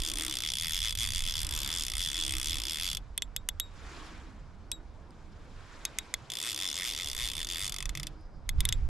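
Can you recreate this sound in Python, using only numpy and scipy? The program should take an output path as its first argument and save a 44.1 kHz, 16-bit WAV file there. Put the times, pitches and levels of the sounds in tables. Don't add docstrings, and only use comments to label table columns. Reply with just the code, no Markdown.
import sys
import numpy as np
from scipy import signal
from scipy.io import wavfile

SR = 44100
rng = np.random.default_rng(int(sys.argv[2]) if len(sys.argv) > 2 else 0)


def materialize(psi):
    bounded = np.clip(np.atleast_2d(psi).T, -1, 1)
    quanta = np.round(bounded * 32767).astype(np.int16)
    wavfile.write(sys.argv[1], SR, quanta)


def magnitude_from_level(level_db):
    exponent = np.asarray(level_db, float) / 20
    return 10 ** exponent


N = 392033

# start in seconds, then the level in dB
LONE_CLICKS = [(3.1774, -31.5, -36, -28, -30.5), (3.2211, -27, -33, -25, -37),
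               (3.3632, -27.5, -33, -29.5, -31.5), (3.4884, -29, -36, -28.5, -30),
               (3.5988, -30, -33, -27.5, -30.5), (4.7159, -32.5, -34.5, -36.5, -32),
               (5.8517, -25.5, -31, -32.5, -33), (5.986, -27, -33, -31, -31),
               (6.1397, -24.5, -33, -31, -34.5), (8.4911, -28.5, -31.5, -29.5, -33.5),
               (8.6051, -33, -32.5, -32, -31), (8.6528, -33, -32, -30, -28.5),
               (8.6891, -28.5, -37, -29, -32.5), (8.725, -26.5, -32.5, -27.5, -35.5)]
# start in seconds, teeth passed, teeth per second at the start,
# lateness of the fastest moment [exponent].
FIRST_TUGS = [(0.0015, 9, 58, 1.15), (0.1364, 10, 44, 0.77), (0.2806, 8, 62, 0.67), (0.4039, 9, 56, 0.82),
              (0.5361, 13, 55, 1.02), (0.7077, 8, 77, 1.21), (0.8032, 12, 66, 0.72), (0.9518, 13, 30, 0.8),
              (1.1039, 9, 62, 1.23), (1.2211, 9, 58, 1.02), (1.3388, 10, 58, 0.61), (1.4901, 13, 41, 0.53),
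              (1.6753, 18, 70, 0.67), (1.9179, 15, 54, 1.06), (2.1159, 13, 66, 0.75), (2.2789, 7, 67, 0.4),
              (2.3826, 17, 64, 1.26), (2.6179, 12, 55, 1.28), (2.7844, 14, 73, 0.74), (2.9701, 0, 44, 2.49)]


def rms_one(x):
    return x / np.sqrt(np.mean(x ** 2) + 1e-20)


def in_time(rows):
    s, *columns = np.transpose(rows)
    return [np.interp(np.arange(N) / SR, s, column) for column in columns]


def at_hz(points, hz):
    table_hz, value = np.array(points)[:, 0], np.array(points)[:, 1]
    return np.interp(np.log(hz), np.log(table_hz), value)


def drift(rate):
    pole = np.exp(-80 * np.pi * rate / SR)
    white = rng.standard_normal(N // 40 + 2002)
    slow = signal.lfilter([1], [1, -2 * pole, pole * pole], white)[2000:]
    return np.interp(np.arange(N) / 40, np.arange(len(slow)), rms_one(slow))


def ring(clicks, hz, t60):
    radius, angle = magnitude_from_level(-60 / (t60 * SR)), 2 * np.pi * hz / SR
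    poles = [1, -2 * radius * np.cos(angle), radius * radius]
    return signal.lfilter([0, np.sin(angle)], poles, clicks + 1e-18)


def air(spectrum, patchy_db, flicker, near=0):
    # frequency in Hz, left-right likeness from 0 to 1.
    likeness = [(40, .88), (300, .86), (1400, .78), (4000, .7), (12000, .55)]
    low, high = spectrum[0][0], spectrum[-1][0]
    edges = np.geomspace(low, high, int(2 * np.log2(high / low)) + 2)
    white = rng.standard_normal((2, 2, N + 8000))
    out = 0
    for k, band in enumerate(zip(edges, edges[1:])):
        bandpass = signal.butter(2, band, "band", fs=SR, output="sos")
        mid, side = signal.sosfilt(bandpass, white[k % 2])[:, -N:]
        hz = np.sqrt(band[0] * band[1])
        alike = max(at_hz(likeness, hz), near)
        gain = magnitude_from_level(at_hz(spectrum, hz) + patchy_db * drift(flicker))
        out = out + gain * (np.sqrt(1 + alike) * mid + np.sqrt(1 - alike) * side * [[1], [-1]])
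    return rms_one(out)


def kin(shape, alike):
    alike = np.clip(alike, 0, .97)
    return signal.lfilter([np.sqrt(1 - alike ** 2)], [1, -alike], rng.standard_normal(shape), axis=-2)


def teeth(tugs):
    drops = []
    u = np.linspace(0, 1, 400)
    for (s, count, rate, late), (end, _, end_rate, _) in zip(tugs, tugs[1:]):
        slack = rate + (end_rate - rate) * u
        surge = np.sin(np.pi * u ** late) ** 2
        turned = np.cumsum(slack + surge * (count / (end - s) - slack.mean()) / surge.mean())
        turned -= turned[0]
        drops += list(np.interp(np.arange(count), count * turned / turned[-1], s + (end - s) * u))
    return drops + [tugs[-1][0]]


def running():
    # start in seconds, teeth passed, teeth per second at the start,
    # lateness of the fastest moment [exponent].
    second_tugs = [(6.3008, 20, 57, 2.2), (6.5448, 15, 60, 0.94), (6.7281, 8, 70, 1.14),
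                   (6.8204, 13, 85, 0.7), (6.9485, 9, 69, 0.99), (7.0588, 6, 70, 0.4),
                   (7.1487, 17, 54, 0.77), (7.3341, 9, 54, 0.88), (7.47, 8, 39, 0.66),
                   (7.5697, 12, 84, 0.92), (7.7217, 0, 29, 1.0)]
    stutter = [7.7417, 7.7626, 7.7846, 7.8044, 7.8252, 7.8555, 7.8926, 7.9515, 7.9733, 7.998, 8.0313,
               8.0691]
    stutter_loss_db = (1.5, -4.5, 3.5, -0.8)
    # swing once a turn in dB, its peak in turns,
    # swing twice a turn in dB, its peak in half turns.
    wobble = [
        (0.36, 0.96, 1.1, 0.36),
        (1, 0.54, 3, 0.86),
        (1.13, 0.95, 0.37, 0.095),
        (1.9, 0.49, 0, 0.38),
    ]
    # spool angle at the start in turns, then cage, foot, spool ring and pawl in dB.
    runs = [
        (.001, -26.5, -47, -31, -39.5),
        (.08, -28, -46, -32.5, -41.5),
    ]
    speed_db = (0.38, 1.7, 2.6, -.4)
    teeth_per_turn, usual_teeth_per_s = 32, 75

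    once_db, once_at, twice_db, twice_at = np.transpose(wobble)
    rows = []
    for s, (angle, *level_db) in zip((teeth(FIRST_TUGS), teeth(second_tugs) + stutter), runs):
        turns = angle + np.arange(len(s))[:, None] / teeth_per_turn
        colour_db = once_db * np.cos(2 * np.pi * (turns - once_at))
        colour_db = colour_db + twice_db * np.cos(2 * np.pi * (2 * turns - twice_at))
        octaves = np.log2(1 / np.gradient(s)[:, None] / usual_teeth_per_s)
        rows.append(np.column_stack([s, level_db + colour_db + octaves * speed_db]))
    rows = np.vstack(rows)
    rows[-len(stutter):, 1:] -= stutter_loss_db
    return rows


def pawl(rows, body, chatter_s, alike, count=5):
    # boost in dB, bounce in dB relative to the main blow.
    parts = [
        (6, -8),
        (8.5, -11),
        (4.5, -21),
        (6.5, -1),
    ]
    mode_spread_db, wander_db, side_db = 1.2, 1.6, -18
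    bounces = np.linspace(.05, .9, count - 1) + .12 * kin((len(rows), count - 1), alike)
    place = np.column_stack([np.full(len(rows), .2), np.clip(bounces, 0, 1)])
    at = ((rows[:, :1] + place * chatter_s) * SR).astype(int)
    out = np.zeros((2, N))
    for part, (modes, (boost_db, bounce_db)) in enumerate(zip(body, parts)):
        for k, (hz, level_db, t60) in enumerate(modes):
            spread_db = mode_spread_db * rng.standard_normal(len(rows))
            size = magnitude_from_level(rows[:, part + 1] + boost_db + level_db + spread_db)
            size *= magnitude_from_level(wander_db * drift(3)[at[:, 0]])
            mid, side = kin((2, len(rows), count), alike)
            main_blow = np.full(len(rows), -(-1) ** k)
            mid = np.column_stack([main_blow, magnitude_from_level(bounce_db) * mid[:, 1:]])
            clicks = np.zeros((2, N))
            for ear, sign in enumerate((1, -1)):
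                np.add.at(clicks[ear], at, size[:, None] * (mid + sign * magnitude_from_level(side_db) * side))
            out += ring(clicks, hz, t60)
    return out


def reel():
    # frequency in Hz, level in dB, t60 in seconds.
    cage_modes = [(4640, -19.5, 0.0028), (4650, -20, 0.026), (5090, -10, 0.0085), (5830, -6.5, 0.0027),
                  (6330, -16, 0.0079), (7120, -10.5, 0.0047)]
    foot_modes = [(1060, -20, 0.043), (1278, -14, 0.024), (1882, -4.5, 0.015), (2108, 1, 0.011),
                  (2591, -11.5, 0.042)]
    spool_modes = [(3470, -4.5, .006), (3060, -17, .015), (3410, -7.5, .04), (3610, -13, .03)]
    pawl_modes = [(8290, -1, 0.0026), (9080, -3.5, 0.0054), (9700, -11.5, 0.0074), (10870, -9.5, .007),
                  (11600, -13.5, 0.015), (12500, -11, 0.0048), (13800, -29.5, .003)]
    # frequency in Hz, level in dB, t60 in seconds.
    cage_creep = [(4300, -20, 0.035), (5060, -11, 0.015), (6010, -7.5, 0.0095), (6490, -8.5, 0.016),
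                  (7650, -1, 0.0049)]
    foot_creep = [(1030, -29.5, 0.045), (1510, -12, 0.0017), (2080, -5, 0.015), (2540, -14.5, 0.023)]
    spool_creep = [(2980, -7, 0.015), (3400, -5, 0.039), (3630, 2, 0.0035), (3630, -2, 0.024)]
    pawl_creep = [(8530, -6, 0.009), (9300, -6.5, 0.0069), (10800, 2, 0.0023), (11300, -4.5, 0.0033),
                  (11800, -13, 0.018), (13600, -21, .003)]

    lighter = [(hz * 1.018, level_db, t60) for hz, level_db, t60 in spool_modes]
    rows = running()
    late = rows[:, 0] > FIRST_TUGS[-1][0]
    fast = 0
    for run, spool in ((rows[~late], spool_modes), (rows[late], lighter)):
        fast = fast + pawl(run, (cage_modes, foot_modes, spool, pawl_modes), chatter_s=.0022, alike=.8)
    creep = (cage_creep, foot_creep, spool_creep, pawl_creep)
    slow = pawl(np.array(LONE_CLICKS), creep, chatter_s=.0011, alike=0)
    fast = fast + magnitude_from_level(-21.5) * np.roll(fast, round(0.0061 * SR), axis=1)
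    return signal.sosfilt(signal.butter(2, 900, "high", fs=SR, output="sos"), fast + slow)


def shiver():
    dying = 0
    for rows, level_db, t60 in ((running(), -11, .045), (np.array(LONE_CLICKS), -11, .018)):
        kicks = np.zeros(N)
        kicks[(rows[:, 0] * SR).astype(int)] = magnitude_from_level(rows[:, 1] + level_db)
        dying = dying + signal.lfilter([1], [1, -magnitude_from_level(-60 / (t60 * SR))], kicks + 1e-18)
    # frequency in Hz, level in dB per Hz
    colour = [(1500, -28.5), (2600, -11), (3400, 1), (5200, -14), (7500, -11.5), (9100, -12.0), (13000, -17.5)]
    return dying * air(colour, patchy_db=1.5, flicker=40, near=.93)


def shore():
    # frequency in Hz, level in dB per Hz.
    shore_colour = [(150, -2.5), (300, -11), (800, -14.5), (1300, -17.5), (2600, -37.5), (5000, -35),
                    (12000, -60)]
    return magnitude_from_level(-59.5) * air(shore_colour, patchy_db=1.5, flicker=5.7)


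def swell(s, half, db):
    return magnitude_from_level(db) * np.exp(-.5 * ((np.arange(N) / SR - s) / half) ** 2)


def wind():
    # time in seconds, level in dB.
    breeze = [(0, -46), (2.8, -44.5), (4.3, -49.5), (5.6, -49), (6.5, -62), (7.0, -55), (7.6, -49.5),
              (8.89, -44)]
    # middle in seconds, half length in seconds, level in dB,
    # upper rumble in dB relative to it.
    gust_rows = [(.02, 0.18, -45.5, -25), (.9, 0.1, -55, 0), (1.21, 0.27, -43, -9),
                 (1.98, 0.023, -39.5, -29), (2.31, 0.053, -40, -21), (2.52, 0.049, -36.5, -28),
                 (2.97, 0.065, -49.5, -8), (3.56, 0.023, -43.5, -11), (4.98, 0.04, -54.5, -9),
                 (5.52, 0.12, -74.5, -1), (7.24, 0.2, -46, -28), (7.88, 0.078, -44.5, -17),
                 (8.57, 0.051, -31, -8.5), (8.8, 0.14, -32.5, -17)]
    # frequency in Hz, level in dB per Hz.
    deep_colour = [(12, 1), (37, 4), (90, -10.5), (130, -18.5)]
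    upper_colour = [(45, -28), (65, 3), (180, -11), (300, -22)]

    deep, upper = magnitude_from_level(in_time(breeze)[0]), magnitude_from_level(-55.5)
    for s, half, db, upper_db in gust_rows:
        gust = swell(s, half, db)
        deep = deep + gust
        upper = upper + gust * magnitude_from_level(upper_db)
    rumble = deep * air(deep_colour, patchy_db=2.0, flicker=5.8)
    rumble = rumble + upper * air(upper_colour, patchy_db=6.0, flicker=3.26)
    return (rumble + knocks()) * magnitude_from_level([[-2], [2]])


def knocks():
    # middle in seconds, half width in seconds, peak in dB.
    knock_rows = [
        (8.566, 0.01, -26),
        (8.592, 0.0035, -18),
        (8.795, 0.0081, -27),
    ]
    t = np.arange(N) / SR
    return sum((1 - ((t - s) / width) ** 2) * swell(s, width, peak_db) for s, width, peak_db in knock_rows)


def housing_hum():
    # middle in seconds, half length in seconds, level in dB.
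    puff_rows = [(.2, 0.14, -51), (1.7, 0.19, -60), (2.3, 0.12, -55.5), (2.6, 0.11, -58),
                 (4.05, 0.12, -58.5), (4.8, 0.077, -62), (5.15, 0.35, -67.5), (6.62, 0.09, -58.5),
                 (7.5, 0.099, -62), (8.08, 0.11, -57.5)]
    puffs = sum(swell(s, half, db) for s, half, db in puff_rows)
    return puffs * rms_one(ring(rng.standard_normal(N), 317.0, 0.098))


def sleeve():
    # peak in seconds, rise in dB per second, fall in dB per second, peak in dB,
    # sheen in dB over the dull rub.
    swings = [(.27, 29, 87.5, -51.5, -4), (1.66, 38, 68, -52.5, 2.5), (2.27, 70, 20.5, -55, -2.5),
              (3.97, 57, 49, -49.5, -2), (4.9, 28, 19, -59.5, -42), (5.82, 38, 25, -58.5, -1),
              (6.5, 24, 5.5, -54, -33), (6.3, 32, 5, -90.5, 11), (8.05, 3, 94, -72.5, 9),
              (8.591, 900, 37, -78, 15.5), (8.7, 67, 150, -76, 14), (8.8, 61, 61, -70, -10)]
    # frequency in Hz, level in dB per Hz.
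    dull_colour = [(250, -5), (500, -8), (1000, -11)]
    middle_colour = [(900, 10), (1300, 12), (2200, 5), (3500, -19.5)]
    bright_colour = [(1530, -33.5), (2600, 2), (4720, -2.5), (5860, -7), (7430, -5), (12000, -32),
                     (14500, -30.5)]
    bright_below_db, bright_steeper, rounded = 3, 1.09, 1.454

    t = np.arange(N) / SR
    rub, middle, bright = 0, 0, 0
    for s, rise, fall, peak_db, sheen_db in swings:
        away_db = np.maximum(rise * (s - t), fall * (t - s)) ** rounded / 4
        rub = rub + magnitude_from_level(peak_db - away_db)
        middle = middle + magnitude_from_level(peak_db + sheen_db - away_db)
        bright = bright + magnitude_from_level(peak_db + sheen_db - bright_below_db - bright_steeper * away_db)
    dull = magnitude_from_level(-5.5) * rub * air(dull_colour, patchy_db=3.0, flicker=29)
    sheen = middle * air(middle_colour, patchy_db=1.7, flicker=8.3)
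    return dull + sheen + bright * air(bright_colour, patchy_db=1.6, flicker=30)


def spring():
    # start in seconds, pitch in Hz, level in dB, t60 in seconds, octave in dB over the tone.
    songs = [(3.224, 3760, -54, .07, 7), (3.366, 3770, -50, .11, -8), (3.491, 3780, -53, .07, -6),
             (3.602, 3790, -42, .21, -14), (4.718, 3820, -40, .14, -9), (5.854, 3770, -45, .1, -15),
             (5.989, 3785, -48, .12, -14), (6.142, 3800, -52, .06, -13), (8.494, 3780, -54, .06, -6),
             (8.608, 3785, -53, .06, -12), (8.655, 3800, -49, .07, -10), (8.692, 3800, -45, .06, -15),
             (8.727, 3780, -45, .07, 1)]
    out = np.zeros(N)
    for s, hz, level_db, t60, octave_db in songs:
        t = np.arange(round(.7 * t60 * SR)) / SR
        phase = 2 * np.pi * hz * t * (1 + .003 * np.sin(9 * t / t60))
        tone = np.sin(phase)
        tone += magnitude_from_level(octave_db) * np.sin(2 * phase)
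        tone += magnitude_from_level(octave_db - 14) * np.sin(3 * phase)
        tone += magnitude_from_level(-35.5) * np.sin(3.29 * phase)
        shape = np.minimum(t / .003, 1) * np.sqrt(1 - t / t[-1])
        out[round(s * SR):][:len(t)] += magnitude_from_level(level_db + 6.5 - 60 * t / t60) * shape * tone
    return out * magnitude_from_level([[.5], [-.5]])


def ticks():
    # start in seconds, peak in dB, frequency in Hz.
    tick_rows = [(3.278, -56, 3000), (3.795, -50, 3900), (5.107, -49, 5000), (5.107, -56, 8500),
                 (5.23, -62, 7000), (5.815, -46, 3500), (8.21, -62, 10000), (8.56, -62, 7500)]
    return sum(ring(magnitude_from_level(db) * (np.arange(N) == round(s * SR)), hz, .006) for s, db, hz in tick_rows)


def line_hiss():
    # time in seconds, level in dB.
    slide = [(8.14, -90), (8.19, -72), (8.26, -72), (8.29, -82), (8.36, -72), (8.43, -82), (8.5, -95)]
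    return magnitude_from_level(in_time(slide)[0]) * rms_one(ring(rng.standard_normal(N), 5000, .006))


def scene():
    close = reel() + shiver() + spring() + ticks() + sleeve() + line_hiss()
    return close + wind() + housing_hum() + shore()


def low_pass(x):
    return signal.sosfilt(signal.butter(12, 16480, fs=SR, output="sos"), x)


def record(dry):
    left = signal.lfilter([.33, 1], [1, .33], dry[0])
    right = signal.lfilter([.9, .1], [1], dry[1])
    roll_off = signal.butter(8, 14300, fs=SR, output="sos")
    mix = signal.sosfilt(roll_off, np.stack([left, right]))
    return low_pass(mix)


dry = scene()
out = record(dry)
materialize(out)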